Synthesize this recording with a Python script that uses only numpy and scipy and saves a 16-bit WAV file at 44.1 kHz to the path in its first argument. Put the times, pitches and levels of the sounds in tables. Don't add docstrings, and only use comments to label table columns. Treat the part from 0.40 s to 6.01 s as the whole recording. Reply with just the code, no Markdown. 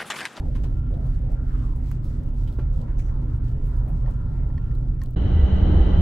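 import sys
import numpy as np
from scipy import signal
from scipy.fft import rfft, irfft, next_fast_len
from scipy.io import wavfile
from scipy.ndimage import uniform_filter1d, minimum_filter1d

SR = 44100
rng = np.random.default_rng(int(sys.argv[2]) if len(sys.argv) > 2 else 0)


def to_wav(s):
    ch = np.atleast_2d(s).T
    pcm = np.round(np.clip(ch, -1, 1) * 32767)
    wavfile.write(sys.argv[1], SR, pcm.astype(np.int16))


N = 247401

TIME = np.arange(N) / SR
SIZE = next_fast_len(N, real=True)
HZ = np.maximum(np.fft.rfftfreq(SIZE, 1 / SR), 1)
BURST = np.arange(SR // 4) / SR
BURST_HZ = np.maximum(np.fft.rfftfreq(len(BURST), 1 / SR), 1)
SIDES = np.array([[1], [-1]])

# (frequency [Hz], level per Hz [dB])
SEAT_RUMBLE_SHAPE = [(8.8, -44.5), (15, -11), (27, 0.5), (43, -7), (54, -3.5), (70, -7), (97, -10.5),
                     (125, -11), (158, -14), (179, -27.5), (237, -23), (331, -32), (420, -40), (550, -68.5),
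                     (920, -120)]
SEAT_AIR_SHAPE = [(250, -23.5), (380, -1.5), (460, 0), (540, 0.5), (660, -6), (780, -10), (920, -10),
                  (1160, -16.5), (1300, -10), (1550, -16), (1850, -20), (2400, -27.5), (2850, -28),
                  (7000, -48.5)]
# (frequency [Hz], level per Hz [dB])
DOOR_RUMBLE_SHAPE = [(8.8, -40.5), (15, -0.5), (38, -6), (60, 0.5), (75, -5), (89, -6.5), (118, -13),
                     (185, -14.5), (201, -15.5), (227, -24), (309, -21), (420, -40.5), (550, -47.5),
                     (920, -120)]
DOOR_AIR_SHAPE = [(250, -33), (380, -3), (490, -5), (680, -10), (830, -9.5), (1030, -18), (1330, -16.5),
                  (2050, -23.5), (2460, -30), (3500, -32), (4200, -41), (5000, -48), (7500, -57),
                  (11500, -74.5)]
# (frequency [Hz], level [dB])
SEAT_WIDTH = [(25, -31), (75, -31.5), (130, -19), (250, -9), (450, -5.5), (800, 4), (1050, 5.5),
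              (1500, -10), (3000, 1.5), (12000, 4)]
DOOR_WIDTH = [(25, -19.5), (70, -36), (120, -25.5), (190, -11.5), (330, -6), (600, -3), (900, 6),
              (1400, -8.5), (3000, 2), (9000, 4)]
# (frequency [Hz], level [dB])
SEAT_LEAN = [(60, -2), (96, 0), (150, 0.5), (240, 1), (390, 1), (620, 1.5), (990, 3), (1580, -0.5),
             (2520, 0), (4020, -1)]
DOOR_LEAN = [(60, -2), (96, 0.5), (150, -1), (240, 2), (390, -0.5), (620, 2.5), (990, 2.5), (1580, -0.5),
             (2520, 1), (4020, -0.5)]
# (frequency [Hz], starting level [dB])
PANEL_DRONES = [(242, -44.5), (302, -51)]
# (start [s], length [s], added level [dB])
WHISTLE_SWELLS = [(0.335, 0.21, -66), (0.92, 0.23, -66.5), (2.018, 0.34, -71), (3.546, 1, -71)]
# (frequency [Hz], level [dB])
HUM_LINES = [(172, -41), (193, -38), (275, -45.5), (312, -46), (361, -43.5), (408, -52.5), (458, -48),
             (531, -54.5), (576, -52.5), (626, -56), (690, -57.5), (796, -54.5), (945, -61.5), (1368, -64),
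             (1535, -65), (1976, -60), (2915, -65), (2937, -64.5), (3036, -65.5), (3061, -63),
             (3105, -62.5), (3801, -73)]
# (centre [Hz], width [Hz], level [dB])
WHINE_BANDS = [(2990, 300, -51.5), (3950, 340, -60), (5980, 590, -72.5), (9250, 420, -86),
               (10600, 120, -86)]
# (start [s], length [s], level [dB])
FLOOR_SURGES = [(4.789, 0.088, -17.5), (4.925, 0.11, -17.5), (5.028, 0.077, -12), (5.125, 0.058, -11),
                (5.246, 0.19, -16), (5.567, 0.084, -18.5)]
# (time [s], starting level [dB], centre [Hz], 60 dB decay [s], treble level [dB])
TAP_EVENTS = [(0.153, -54, 2400, 0.12, -42), (0.237, -57, 3000, 0.14, -25), (0.538, -64, 3500, 0.12, -22.5),
              (.66, -65, 4500, .07, -8), (.745, -71, 4500, .07, -18), (.919, -60.5, 6930, 0.046, 11),
              (1.357, -65, 9000, 0.15, -3), (1.515, -45.5, 2800, 0.01, 6), (1.641, -61.5, 4590, 0.21, -7),
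              (2.074, -54.5, 3030, 0.11, -19), (2.125, -63, 3800, 0.11, -11),
              (2.192, -61.5, 2900, 0.19, -29), (2.333, -68, 7000, .07, -10), (2.413, -56, 4000, 0.026, -33),
              (2.415, -65, 6900, .025, -30), (2.588, -59.5, 7000, 0.14, -24), (2.593, -53, 1970, 0.1, -25),
              (2.621, -61, 2100, 0.045, -17), (2.687, -57, 1590, 0.1, -35), (3.082, -63, 3000, .046, -23),
              (3.257, -66.5, 10900, 0.32, -8), (3.478, -59.5, 1900, 0.2, -14),
              (3.735, -67, 6500, 0.049, -20), (4.352, -59, 4050, 0.023, -5.5),
              (4.483, -62, 4000, 0.014, -19), (4.596, -61, 4500, .01, -10), (4.616, -54, 5000, 0.025, -24),
              (4.625, -62, 9000, .02, -3), (4.636, -47, 7500, 0.012, 5), (4.641, -60, 9000, .01, 5),
              (4.659, -50.5, 3700, 0.011, -12), (4.707, -60.5, 13000, 0.044, -16)]
# (time [s], starting level [dB], centre [Hz], 60 dB decay [s])
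BUMP_EVENTS = [(.238, -45.5, 400, 0.22), (1.514, -47, 1250, 0.027), (2.076, -55, 750, .06),
               (2.187, -44, 420, 0.22), (2.192, -54, 1200, .15), (2.48, -52, 850, 0.086),
               (3.675, -47, 560, 0.18), (4.636, -49.5, 1000, 0.027)]
# (time [s], level [dB])
LID_KNOCKS = [(3.661, -50.5), (3.682, -53), (4.104, -56), (4.179, -43.5), (4.312, -53.5), (4.617, -42)]
# (frequency [Hz], level [dB], 60 dB decay [s])
LID_RING = [(1070, -6.5, 0.15), (1830, 0.5, 0.036), (1900, -10.5, 0.028), (2700, -18.5, 0.039),
            (3200, -19.5, 0.05), (4400, -15.5, 0.034), (5300, -14.5, 0.014)]
# (time [s], level [dB])
CUP_GRASPS = [(2.187, -36.5), (2.193, -50)]
# (frequency [Hz], level [dB], 60 dB decay [s])
CUP_RING = [(314, 0, 0.11), (388, 6.5, 0.07), (586, -7, 0.11), (710, -12, 0.048), (870, -11, 0.21),
            (1370, -14, 0.12)]
# (time [s], starting level [dB], 60 dB decay [s])
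BOX_HITS = [(.153, -49.5, .05), (0.159, -48, 0.13), (0.241, -47.5, 0.11)]
# (centre [Hz], width [Hz], level [dB])
CARD_WALLS = [(860, 120, 6), (1020, 90, 12), (1250, 200, -2), (1520, 160, 2), (1990, 150, -11),
              (2450, 180, -21), (3160, 260, -21)]
# (start [s], length [s], level [dB], centre [Hz])
RUBS_AND_PUFFS = [(0, 0.1, -51, 730), (0, .1, -49, 415), (0.502, 0.073, -44, 494), (0.542, 0.19, -53, 660),
                  (0.72, 0.15, -68, 1700), (1.06, 0.28, -68.5, 1900), (1.11, 0.25, -70.5, 2880),
                  (2.597, 0.14, -69.5, 6100), (3.456, .11, -50.5, 700), (3.626, 0.096, -51, 530),
                  (3.973, 0.19, -53, 560)]
# (start [s], length [s], level [dB], centre [Hz], width [Hz])
EDGE_SCRAPES = [(0.144, 0.021, -58, 2600, 2200), (0.233, 0.02, -60, 4770, 5000),
                (2.573, .045, -64, 5800, 2000), (2.652, 0.044, -70, 5760, 2220)]
# (start [s], length [s], level [dB], note [Hz])
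CUPPED_AIR = [(1.75, 0.56, -63, 928), (2.37, 0.26, -57, 980), (2.66, 0.18, -58, 870),
              (2.782, 0.2, -62, 950), (3.08, 1.05, -60, 980), (3.841, 0.48, -59.5, 919)]
# (start [s], length [s], level [dB])
FINGER_STROKES = [(0, 0.28, -74), (0.218, 0.24, -73.5), (0.58, 0.23, -75), (0.89, 0.095, -71),
                  (1.02, 0.35, -69.5), (1.404, 0.19, -67.5), (1.616, 0.31, -73.5), (1.926, 0.31, -69),
                  (2.317, 0.19, -75.5), (2.885, 0.11, -70.5), (3.03, .12, -73.5), (3.21, 0.22, -75),
                  (3.446, 0.2, -74.5), (3.672, 0.14, -76.5), (3.925, 0.075, -78), (4.342, 0.14, -83.5),
                  (4.6, 0.089, -73)]
# (frequency [Hz], level [dB])
RUSTLE_SHAPE = [(700, -21.0), (1800, 0), (4700, -0.5), (6500, -4.0),
                (8000, -3.5), (11500, -14), (13400, -7.0), (15500, -7.0)]

LEAVE_S, ARRIVE_S = 4.751, 4.761
SEAT_RUMBLE_DB, SEAT_AIR_DB = -24, -54
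LOW_BOOM_DB = -26.5
UPPER_BOOM_DB, UPPER_BOOM_RISE_DB, UPPER_BOOM_RISE_S = -32, 5.5, 4.6
PANEL_FADE_DB_PER_S = 1.95
VENT_DB, VENT_RUSH_DB = -72.5, -16.5
LULL_S, LULL_LENGTH_S, LULL_DB = 1.07, 1.64, -1.26
SINK_S, SINK_DB_PER_S = 4.525, 23.5
DOOR_RUMBLE_DB, DOOR_AIR_DB = -15, -38
DOOR_RISE_DB, DOOR_RISE_S = 4.5, 0.54
BOX_START_S, BOX_CLOSE_S, BOX_DB = 1.04, 0.5, -55.5
BOX_OPEN_HZ, BOX_SHUT_HZ, BOX_GLIDE_POWER = 1383, 585, 1.25
BOX_PUFF_S, BOX_PUFF_LENGTH_S, BOX_PUFF_DB = 1.235, 0.086, 2.5
BOX_UPPER_RATIO, BOX_UPPER_DB, BOX_UPPER_SHARE = 1.27, -61, 0.72
STROKE_RISE, STROKE_FALL = 0.17, 0.35
HISS_FLOOR_DB = -74.5
CRINKLES_PER_S, CRINKLE_DB, CRINKLE_SPREAD_DB = 14, 3.5, 5
CRINKLE_HZ, CRINKLE_S = 8000, 0.0021
SLIPS_PER_S = 1300
CEILING_DB, LIMIT_S = -3.7, 0.03
TOP_HZ = 15800


def undb(db):
    return np.exp(np.asarray(db) * (np.log(10) / 20))


def unit(x):
    return x / np.sqrt(np.mean(x ** 2))


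def spectrum(points):
    hz, db = np.transpose(points)
    return undb(np.interp(np.log(HZ), np.log(hz), db))


def resonance(hz, width_hz, at=HZ):
    return 1 / (1 + 1j * (at ** 2 - hz ** 2) / (at * width_hz))


def colour(x, response):
    return irfft(rfft(x, SIZE) * response, SIZE)[..., :N]


def walk(rate):
    knots = rng.standard_normal(N // 16)
    return 1.248 * np.interp(2 * rate * TIME, np.arange(len(knots)), knots)


def near_noise(width):
    mid, apart = rng.standard_normal((2, N))
    return mid + width * SIDES * apart


def stereo_noise(shape, side, balance):
    mid, apart = rng.standard_normal((2, N))
    pair = mid + SIDES * colour(apart, spectrum(side))
    pair = colour(pair, shape * spectrum(balance) ** (SIDES / 2))
    return pair / np.std(pair.mean(axis=0))


def steady(x, window_s, share):
    power = uniform_filter1d(x.mean(axis=0) ** 2, int(window_s * SR))
    return x / (power + 1e-9) ** (share / 2)


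def waver(x, lowest_hz, depth_db):
    bands = np.eye(8)
    centres = np.log(lowest_hz) + np.arange(len(bands)) * np.log(2) / 2
    whole, log_hz = rfft(x, SIZE), np.log(HZ)
    out = 0
    for band in bands:
        part = irfft(whole * np.interp(log_hz, centres, band), SIZE)[:, :N]
        out = out + part * undb(depth_db * walk(rate=6))
    return out


def tone(hz, wander_hz, rate, flutter_db):
    phase = 2 * np.pi * np.cumsum(hz + wander_hz * walk(rate)) / SR
    sine = np.sin(phase + rng.uniform(0, 2 * np.pi))
    return unit(sine * undb(flutter_db * walk(rate)))


def stroke(s, length):
    done = (TIME - s) / length
    return np.clip(np.minimum(done / STROKE_RISE, (1 - done) / STROKE_FALL), 0, 1)


def build_up(s, rise_s, rise_db):
    return -rise_db * np.clip(1 - (TIME - s) / rise_s, 0, 1)


def fade(t60):
    age = BURST / t60
    return (1 - np.exp(-age / 0.003)) * np.exp(-np.log(1000) * age)


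def burst(shape, t60, crackle_db):
    size = len(BURST)
    mid, apart = rng.standard_normal((2, size))
    crackle = undb(crackle_db * np.repeat(rng.standard_normal(size), 32)[:size])
    push = (mid + 0.6 * SIDES * apart) * crackle * fade(t60)
    return irfft(rfft(push) * shape, size) / np.sqrt(np.mean(abs(shape) ** 2))


def ringing(modes):
    return sum(np.sin(2 * np.pi * hz * BURST) * fade(t60) * undb(db) for hz, db, t60 in modes)


def add(out, s, sound):
    start = int(s * SR)
    out[:, start:start + len(BURST)] += sound


def crinkles():
    strengths = undb(CRINKLE_SPREAD_DB * rng.standard_normal(N))
    snaps = (rng.random(N) < CRINKLES_PER_S / SR) * strengths
    dying = signal.lfilter([1], [1, -np.exp(-1 / (CRINKLE_S * SR))], snaps)
    crackle = unit(colour(near_noise(width=0.67), resonance(CRINKLE_HZ, CRINKLE_HZ)))
    return crackle * dying * undb(CRINKLE_DB)


def rustle():
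    strokes = sum(stroke(s, length) * undb(db) for s, length, db in FINGER_STROKES)
    catches = undb(2 * walk(14))
    grains = near_noise(width=0.8) * undb(1.5 * walk(250))
    hiss = unit(colour(grains, spectrum(RUSTLE_SHAPE)) * catches)
    return (hiss + crinkles()) * (undb(HISS_FLOOR_DB) + strokes)


def rubs():
    noise = near_noise(width=0.6) * undb(1.5 * walk(120))
    out = 0
    for s, length, db, hz in RUBS_AND_PUFFS:
        swell = np.interp((TIME - s) / length, [0, 0.08, 0.7, 1], [0, 1, 0.7, 0])
        band = unit(colour(noise, resonance(hz, hz * 0.36) ** 2))
        out = out + band * swell * undb(db)
    return out


def scrapes():
    slips = rng.random(N) < SLIPS_PER_S / SR
    chatter = slips * near_noise(width=1.0)
    out = 0
    for s, length, db, hz, width in EDGE_SCRAPES:
        edge = unit(colour(chatter, resonance(hz, width) ** 2))
        out = out + edge * stroke(s, length) * undb(db)
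    return out


def cavity(hz, width_hz):
    ring = colour(near_noise(width=0.91), 1 / (1 + (HZ / width_hz) ** 2))
    carrier = np.cos(2 * np.pi * np.cumsum(hz * np.ones(N)) / SR)
    return unit(ring * carrier * undb(2 * walk(25)))


def hollows():
    closed = np.clip((TIME - BOX_START_S) / BOX_CLOSE_S, 0, 1)
    note = BOX_OPEN_HZ + (BOX_SHUT_HZ - BOX_OPEN_HZ) * closed ** BOX_GLIDE_POWER
    puff = undb(BOX_PUFF_DB * stroke(BOX_PUFF_S, BOX_PUFF_LENGTH_S))
    outflow = stroke(BOX_START_S, BOX_CLOSE_S) * puff
    lower = cavity(note, width_hz=120) * outflow * undb(BOX_DB)
    early_flow = stroke(BOX_START_S, BOX_CLOSE_S * BOX_UPPER_SHARE)
    upper = cavity(note * BOX_UPPER_RATIO, width_hz=170) * early_flow * undb(BOX_UPPER_DB)
    cup = sum(cavity(hz, width_hz=77) * stroke(s, length) * undb(db) for s, length, db, hz in CUPPED_AIR)
    return lower + upper + cup


def taps():
    out = np.zeros((2, N))
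    crisp = resonance(11000, 11000, BURST_HZ)
    for s, db, hz, t60, treble_db in TAP_EVENTS:
        soft = 1 / (1 + (BURST_HZ / (8.6 * hz)) ** 2)
        shape = resonance(hz, hz * 0.33, BURST_HZ) * soft + undb(treble_db) * crisp
        add(out, s, burst(shape, t60, crackle_db=1.5) * undb(db))
    return out


def bumps():
    out = np.zeros((2, N))
    for s, db, hz, t60 in BUMP_EVENTS:
        shape = resonance(hz, hz * 1.05, BURST_HZ) ** 2
        add(out, s, burst(shape, t60, crackle_db=3.5) * undb(db))
    return out


def box_knocks():
    walls = sum(resonance(hz, width, BURST_HZ) * undb(db) for hz, width, db in CARD_WALLS)
    out = np.zeros((2, N))
    for s, db, t60 in BOX_HITS:
        add(out, s, burst(walls, t60, crackle_db=0.5) * undb(db))
    return out


def grasp():
    out = np.zeros((2, N))
    for s, db in CUP_GRASPS:
        add(out, s, ringing(CUP_RING) * undb(db))
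    return out


def knocks():
    ring = ringing(LID_RING)
    out = np.zeros((2, N))
    for s, db in LID_KNOCKS:
        scuff = burst(resonance(1900, 700, BURST_HZ), t60=0.022, crackle_db=-3.0)
        add(out, s, (ring + scuff * undb(-16.5)) * undb(db))
    return out


def vent_whistle():
    rush = unit(colour(near_noise(width=0.45), resonance(hz=1384, width_hz=40) ** 2))
    whistle = tone(hz=1373, wander_hz=5, rate=14, flutter_db=0.9) + rush * undb(VENT_RUSH_DB)
    draught = undb(VENT_DB) + sum(stroke(s, length) * undb(db) for s, length, db in WHISTLE_SWELLS)
    return whistle * draught


def body_booms():
    low = tone(hz=42.02, wander_hz=1.116, rate=5, flutter_db=2.0)
    low = low * undb(LOW_BOOM_DB - SIDES * 1.0)
    upper_db = UPPER_BOOM_DB + build_up(0, UPPER_BOOM_RISE_S, UPPER_BOOM_RISE_DB)
    upper = tone(hz=121.77, wander_hz=2.42, rate=7, flutter_db=2.0) * undb(upper_db)
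    panels = 0
    for hz, db in PANEL_DRONES:
        drone = tone(hz, wander_hz=7.07, rate=6, flutter_db=3.0)
        panels = panels + drone * undb(db - PANEL_FADE_DB_PER_S * TIME)
    return low + upper + panels


def seat():
    rumble = stereo_noise(spectrum(SEAT_RUMBLE_SHAPE), SEAT_WIDTH, SEAT_LEAN)
    rumble = steady(rumble, window_s=0.14, share=0.62)
    air = stereo_noise(spectrum(SEAT_AIR_SHAPE), SEAT_WIDTH, SEAT_LEAN)
    air = waver(air, lowest_hz=372, depth_db=2.73)
    noise = rumble * undb(SEAT_RUMBLE_DB) + air * undb(SEAT_AIR_DB)
    lull_db = LULL_DB * stroke(LULL_S, LULL_LENGTH_S)
    sink_db = SINK_DB_PER_S * np.maximum(TIME - SINK_S, 0)
    return (noise + body_booms() + vent_whistle()) * undb(lull_db - sink_db)


def floor_boom():
    effort = sum(stroke(s, length) * undb(db) for s, length, db in FLOOR_SURGES)
    return tone(hz=75.45, wander_hz=2.99, rate=12, flutter_db=1.5) * effort


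def vestibule():
    rumble = stereo_noise(spectrum(DOOR_RUMBLE_SHAPE), DOOR_WIDTH, DOOR_LEAN)
    rumble = waver(rumble, lowest_hz=71.9, depth_db=1.5)
    rumble = steady(rumble, window_s=0.12, share=0.86)
    air = stereo_noise(spectrum(DOOR_AIR_SHAPE), DOOR_WIDTH, DOOR_LEAN)
    rise_db = build_up(ARRIVE_S, DOOR_RISE_S, DOOR_RISE_DB)
    roar = (rumble * undb(DOOR_RUMBLE_DB) + air * undb(DOOR_AIR_DB)) * undb(rise_db)
    flow = near_noise(width=0.94)
    whine = sum(unit(colour(flow, resonance(hz, width) ** 2)) * undb(db) for hz, width, db in WHINE_BANDS)
    hum = sum(tone(hz, wander_hz=3.2, rate=12, flutter_db=2.5) * undb(db) for hz, db in HUM_LINES)
    swell_db = rise_db - rise_db[TIME > ARRIVE_S].mean()
    return roar + floor_boom() + hum * undb(swell_db) + whine * undb(0.72 * swell_db)


def scene():
    soft_sounds = rustle() + rubs() + scrapes() + hollows()
    contacts = taps() + bumps() + box_knocks() + grasp() + knocks()
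    at_seat = seat() + soft_sounds + contacts
    leave = np.clip((LEAVE_S - TIME) / 0.002, 0, 1)
    arrive = np.clip((TIME - ARRIVE_S) / 0.002, 0, 1)
    return at_seat * leave + vestibule() * arrive


def record(dry):
    size = int(LIMIT_S * SR)
    headroom = np.minimum(undb(CEILING_DB) / (abs(dry).max(axis=0) + 1e-9), 1)
    gain = uniform_filter1d(minimum_filter1d(headroom, size), size)
    top_cut = signal.ellip(8, 0.2, 70, TOP_HZ, fs=SR, output="sos")
    return signal.sosfilt(top_cut, dry * gain)


dry = scene()
out = record(dry)
to_wav(out)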